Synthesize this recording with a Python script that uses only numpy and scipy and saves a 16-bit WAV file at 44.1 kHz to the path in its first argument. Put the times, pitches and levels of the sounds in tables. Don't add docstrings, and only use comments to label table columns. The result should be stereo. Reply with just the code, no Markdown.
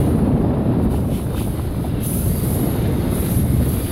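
import sys
import numpy as np
from scipy import signal
from scipy.fft import rfft, irfft
from scipy.io import wavfile
from scipy.ndimage import uniform_filter1d

SR = 44100
rng = np.random.default_rng(int(sys.argv[2]) if len(sys.argv) > 2 else 0)


def digitize_waveform(pressure):
    field = np.atleast_2d(pressure).T
    bounded = np.clip(field, -1, 1)
    quanta = np.round(bounded * 32767).astype(np.int16)
    wavfile.write(sys.argv[1], SR, quanta)


N = 172431
TIME = np.arange(N) / SR
FREQS = np.maximum(np.fft.rfftfreq(N, 1 / SR), 1)

# time_s, level_db
GRIND_LEVEL = [(0, -40), (.14, -47.5), (.25, -52.5), (.32, -55.5), (.42, -53.5), (.5, -57.5), (.78, -56),
               (.84, -47.5), (.885, -57), (.915, -44.5), (.97, -43.5), (1.04, -47.5), (1.1, -46),
               (1.16, -39), (1.32, -45), (1.4, -35.5), (1.55, -42.5), (1.74, -46.5), (1.86, -43.5),
               (1.94, -50.5), (1.995, -48.5), (2.04, -27.5), (2.09, -27), (2.32, -31.5), (2.55, -30.5),
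               (2.84, -42), (3.08, -43), (3.14, -33), (3.25, -31), (3.35, -30.5), (3.44, -37), (3.6, -37.5),
               (3.73, -31.5), (3.91, -35)]
# pitch_hz, left_db_per_hz, right_db_per_hz
GRIND_SPECTRUM = [(1500, -110, -92), (2920, -95, -86.5), (3720, -83, -86.5), (4700, -88.5, -85),
                  (5300, -92.5, -89.5), (6300, -98.5, -88.5), (6950, -104, -89), (8790, -120, -82),
                  (9500, -122, -74), (11140, -119, -71.5), (12660, -117, -75.5), (13900, -117, -80),
                  (15800, -117, -84)]


def from_db(db):
    return 10 ** (np.asarray(db) / 20)


def rms_one(x):
    return x / np.sqrt(np.mean(x ** 2) + 1e-20)


def in_time(rows):
    return np.interp(TIME, *np.transpose(rows))


def swing(rows):
    curve = in_time(rows)
    return curve - curve.mean()


def drift(rate_hz):
    step = 40
    r = np.exp(-2 * np.pi * step * rate_hz / SR)
    white = rng.standard_normal(N // step + 2002)
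    slow = signal.lfilter([1], [1, -2 * r, r * r], white)[2000:]
    return np.interp(np.arange(N) / step, np.arange(len(slow)), rms_one(slow))


def noise(spectrum, alike=0):
    hz, *sides = np.transpose(spectrum)
    gains = from_db([np.interp(np.log(FREQS), np.log(hz), side) for side in sides])
    low_skirt = np.minimum(1, FREQS / hz[0]) ** 2
    high_skirt = np.minimum(1, hz[-1] / FREQS) ** 2
    own, right = rng.standard_normal((2, N))
    alike = np.clip(alike, 0, 1)
    left = alike * right + np.sqrt(1 - alike ** 2) * own
    return irfft(rfft([left, right]) * gains * low_skirt * high_skirt, N) * np.sqrt(SR / 2)


def noise_band(hz, width_hz):
    peak = 1 / (1 + ((FREQS - hz) / width_hz) ** 2)
    return rms_one(irfft(rfft(rng.standard_normal(N)) * peak, N))


def swell(s, rise, fall):
    return np.exp(-((TIME - s) / np.where(TIME < s, rise, fall)) ** 2)


def to_right(x, left_db):
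    return np.array([from_db(left_db) * x, x])


def wagons(spectrum, level, shake_db, rate_hz, alike=0):
    return noise(spectrum, alike) * from_db(swing(level) + shake_db * drift(rate_hz))


def rumble():
    # pitch_hz, left_db_per_hz, right_db_per_hz, at mean level
    rumble_spectrum = [(44, -69, -46.5), (71.7, -62, -34), (112, -58, -35), (195.3, -73.5, -39.5),
                       (332, -73.5, -50.5), (676, -105, -77)]
    # time_s, level_db (counted from its mean)
    rumble_level = [(0, -17.5), (0.25, -19.5), (0.45, -20.5), (0.65, -25), (0.78, -17), (0.95, -24),
                    (1.05, -20.5), (1.25, -26.5), (1.45, -23), (1.7, -25), (2, -22), (2.3, -21),
                    (2.6, -19.5), (2.9, -21), (3.15, -21.5), (3.4, -17), (3.65, -17.5), (3.9, -29.5)]
    return wagons(rumble_spectrum, rumble_level, shake_db=0.26, rate_hz=41)


def roar():
    # pitch_hz, left_db_per_hz, right_db_per_hz, at mean level
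    roar_spectrum = [(96, -72, -60.5), (256, -70, -42.5), (414, -76.5, -48), (686, -81, -56.5),
                     (967, -89.5, -63), (1610, -104, -74.5), (2970, -102, -85.5), (5600, -120, -108)]
    # time_s, level_db (counted from its mean)
    roar_level = [(0, -22), (0.2, -23.5), (0.4, -24.5), (0.65, -25.5), (0.85, -24), (1.05, -28),
                  (1.3, -29.5), (1.6, -31), (2, -30.6), (2.3, -31), (2.6, -25), (2.85, -26.3), (3.1, -26.5),
                  (3.45, -29.5), (3.9, -29.5)]
    return wagons(roar_spectrum, roar_level, shake_db=1.81, rate_hz=49, alike=.45)


def boxcar():
    # pitch_hz, left_db_per_hz, right_db_per_hz, at its loudest
    boxcar_spectrum = [(80, -58, -67), (129, -52, -35), (185, -61, -33.5), (247, -62, -35), (310, -68, -44),
                       (420, -77.5, -50.5), (785, -95, -59), (1400, -108, -78)]
    # loudest_at_s, rise_s, fall_s
    boxcar_pass = (0.39, 0.21, 0.6)
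    return noise(boxcar_spectrum) * swell(*boxcar_pass)


def rolling_hiss():
    # pitch_hz, left_db_per_hz, right_db_per_hz, at mean level
    rolling_spectrum = [(595, -105, -96), (1240, -82, -70), (2000, -94.5, -75.5), (3000, -88.5, -78),
                        (3680, -77, -81.5), (4800, -85.5, -89.5), (5180, -87, -94), (5630, -109, -110),
                        (9000, -121, -124), (12500, -111, -122), (15800, -111, -122)]
    # time_s, level_db (counted from its mean)
    rolling_level = [(0, -43.5), (.3, -51.5), (.8, -49), (1.05, -50.5), (1.6, -46), (2.0, -44), (2.4, -43),
                     (2.62, -41.5), (2.8, -41), (2.95, -41.5), (3.07, -38.5), (3.33, -41), (3.43, -46.5),
                     (3.65, -42.5), (3.91, -38.5)]
    return wagons(rolling_spectrum, rolling_level, shake_db=1.3, rate_hz=19, alike=0.11)


def grinding():
    # pitch_hz, share (0 to 1)
    grind_follows = [(3000, 0.53), (4700, 0.57), (5600, 0.77), (11000, 0.81), (15000, 1.0)]
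    # pitch_hz, width_hz, level_db (against the grinding level)
    wheel_modes = [(6330, 85, -22.5), (9520, 120, -12.5), (10030, 200, -12), (11280, 70, -8),
                   (12140, 110, -16), (12600, 70, -13), (14050, 150, -17)]
    chatter_db = 0.83 * drift(34)
    friction = rfft(noise(GRIND_SPECTRUM))
    push_db = swing(GRIND_LEVEL)
    hz, shares = np.transpose(grind_follows)
    hiss = 0
    for band, share in zip(np.eye(len(hz)), shares):
        part = irfft(friction * np.interp(FREQS, hz, band), N)
        hiss = hiss + part * from_db(share * push_db)
    modes = sum(from_db(db) * noise_band(pitch, width) for pitch, width, db in wheel_modes)
    modes = modes * from_db(in_time(GRIND_LEVEL))
    return (hiss + to_right(modes, left_db=-52)) * from_db(chatter_db)


def scrapes():
    # pitch_hz, left_db_per_hz, right_db_per_hz, before each scrape's level
    scrape_spectrum = [(1300, -110, -84), (2630, -88, -66.5), (3700, -75, -71), (4500, -90, -75.5),
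                       (5970, -100, -84.5), (9000, -120, -79), (15000, -120, -84)]
    # loudest_at_s, half_length_s, level_db
    scrape_events = [(0.951, 0.046, -7), (1.156, 0.058, -1), (1.397, 0.049, 1), (2.038, 0.038, -7)]
    level = sum(from_db(db) * swell(s, half, half) for s, half, db in scrape_events)
    return noise(scrape_spectrum) * level


def shimmer(x, depth_db):
    cells = signal.stft(x, nperseg=1024)[2]
    field = rng.standard_normal(cells.shape)
    field = uniform_filter1d(field, size=3, axis=1)
    field = uniform_filter1d(field, size=16, axis=2)
    gains = rms_one(from_db(depth_db * rms_one(field)))
    return signal.istft(cells * gains, nperseg=1024)[1][:, :N]


def squeals():
    # loudest_at_s, rise_s, fall_s, pitch_hz, waver_hz, level_db
    squeal_events = [(.1, .2, .2, 9440, 45, -45), (.06, .2, .2, 11200, 70, -50),
                     (.06, .2, .15, 6080, 60, -66), (.96, .054, .07, 9420, 40, -49),
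                     (2.09, .05, .08, 9753, 8, -33), (2.08, .04, .1, 10272, 6, -31),
                     (2.065, .02, .07, 10524, 12, -33), (2.08, .025, .03, 10760, 70, -31),
                     (2.1, .07, .07, 11466, 14, -35), (2.18, .04, .04, 13178, 10, -38),
                     (2.15, .025, .05, 14303, 10, -40), (2.16, .06, .06, 15110, 14, -43),
                     (2.27, .08, .1, 12795, 14, -39), (2.65, .15, .16, 11364, 42, -35.3),
                     (2.64, .15, .15, 12925, 50, -40), (2.88, .12, .3, 11400, 16, -45),
                     (3.22, .08, .08, 11390, 40, -38), (3.33, .05, .07, 12866, 12, -35),
                     (3.38, .07, .08, 11273, 14, -35.3), (3.74, .26, .25, 11285, 34, -38.5),
                     (3.72, .22, .22, 12850, 45, -43)]
    sag_hz_per_s, waver_rate_hz = 220, 60
    flutter_db, flutter_rate_hz = 4, 45
    tones = 0
    for s, rise, fall, hz, waver, db in squeal_events:
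        pitch = hz - sag_hz_per_s * (TIME - s) + waver * drift(waver_rate_hz)
        level = from_db(db + flutter_db * drift(flutter_rate_hz)) * swell(s, rise, fall)
        tones = tones + level * np.sqrt(2) * np.sin(2 * np.pi * np.cumsum(pitch) / SR)
    return to_right(tones, left_db=-46)


def pings():
    pings_per_s, half_s = 60, .022
    range_hz = (9300, 15200)
    ping_db = -15
    out = np.zeros(N)
    hz, _, colour = np.transpose(GRIND_SPECTRUM)
    for when, where in rng.random((int(pings_per_s * N / SR), 2)):
        s = when * N / SR
        pitch = np.interp(where, [0, 1], range_hz)
        near = np.abs(TIME - s) < np.pi * half_s
        t = TIME[near] - s
        gain = from_db(np.interp(pitch, hz, colour) - colour.max())
        out[near] += gain * np.exp(-(t / half_s) ** 2) * np.sin(2 * np.pi * pitch * t)
    return to_right(out * from_db(ping_db + in_time(GRIND_LEVEL)), left_db=-46)


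def rings_and_hiss_band():
    # loudest_at_s, half_length_s, pitch_hz, width_hz, left_db, right_db
    band_events = [(2.38, 0.073, 4680, 90, -43, -55), (2.9, 0.37, 3750, 130, -49, -59),
                   (3.08, 0.85, 2120, 130, -63, -45.5), (2.85, 0.4, 6300, 860, -63, -54),
                   (3.868, 0.12, 4640, 46, -49, -47)]
    bands = 0
    for s, half, hz, width, left_db, right_db in band_events:
        level = from_db([[left_db], [right_db]]) * swell(s, half, half)
        bands = bands + level * [noise_band(hz, width), noise_band(hz, width)]
    return bands


def knocks():
    # middle_s, pitch_hz, level_db, half_length_s
    knock_events = [(.174, 800, -15, .0012), (.292, 760, -12.5, .0014), (.449, 690, -12, .002),
                    (.571, 800, -15.5, .001), (.691, 900, -17, .001), (.7385, 800, -15.5, .0012),
                    (.767, 850, -18, .001), (.8, 1000, -16.5, .001), (.945, 850, -14.5, .0012),
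                    (1.098, 560, -16, .002), (1.198, 1090, -21, .0013), (1.268, 1520, -27, .001),
                    (1.3055, 1210, -20.5, .0007), (1.347, 1050, -14.5, .0008), (1.352, 1150, -21, .0007),
                    (1.381, 1430, -19, .001), (1.408, 860, -17.5, .001), (1.4165, 900, -16, .0009),
                    (1.477, 690, -16.5, .0016), (1.5966, 980, -14.5, .0007), (1.6005, 980, -23, .001),
                    (1.747, 1080, -19.5, .0009), (1.8435, 680, -15, .0012), (1.8485, 800, -18, .0016),
                    (1.8515, 690, -16.5, .0032)]
    bursts = 0
    for s, hz, db, half in knock_events:
        tone = np.sin(2 * np.pi * hz * (TIME - s))
        bursts = bursts + from_db(db) * swell(s, half, half) * tone
    return to_right(bursts, left_db=-39)


def wind():
    # pitch_hz, left_db_per_hz, right_db_per_hz, at mean level
    wind_spectrum = [(18, -60, -44), (30.2, -67, -66), (49.4, -58, -40), (70, -56.5, -43.5),
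                     (140, -72, -56.5)]
    # time_s, level_db (counted from its mean)
    wind_level = [(0, -11), (.6, 0.5), (1.2, 4), (1.7, 4), (2.3, 5), (2.9, 4), (3.4, -1), (3.9, 6)]
    return noise(wind_spectrum) * from_db(swing(wind_level))


def microphone_hiss():
    # pitch_hz, left_db_per_hz, right_db_per_hz
    floor_spectrum = [(1000, -112, -112), (9100, -119, -118), (15000, -119, -122)]
    return noise(floor_spectrum)


def scene():
    body = rumble() + roar() + boxcar()
    steel = shimmer(rolling_hiss() + grinding() + scrapes(), depth_db=2.3)
    details = rings_and_hiss_band() + squeals() + pings() + knocks()
    return body + steel + details + wind() + microphone_hiss()


def record(dry):
    fade_in_s, ceiling, cutoff_hz = .0015, .97, 15780
    fade = np.minimum(TIME / fade_in_s, 1)
    rounded = fade * dry / (1 + (dry / ceiling) ** 10) ** (1 / 10)
    low_pass = signal.ellip(16, .1, 80, cutoff_hz, fs=SR, output="sos")
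    return signal.sosfilt(low_pass, rounded)


dry = scene()
out = record(dry)
digitize_waveform(out)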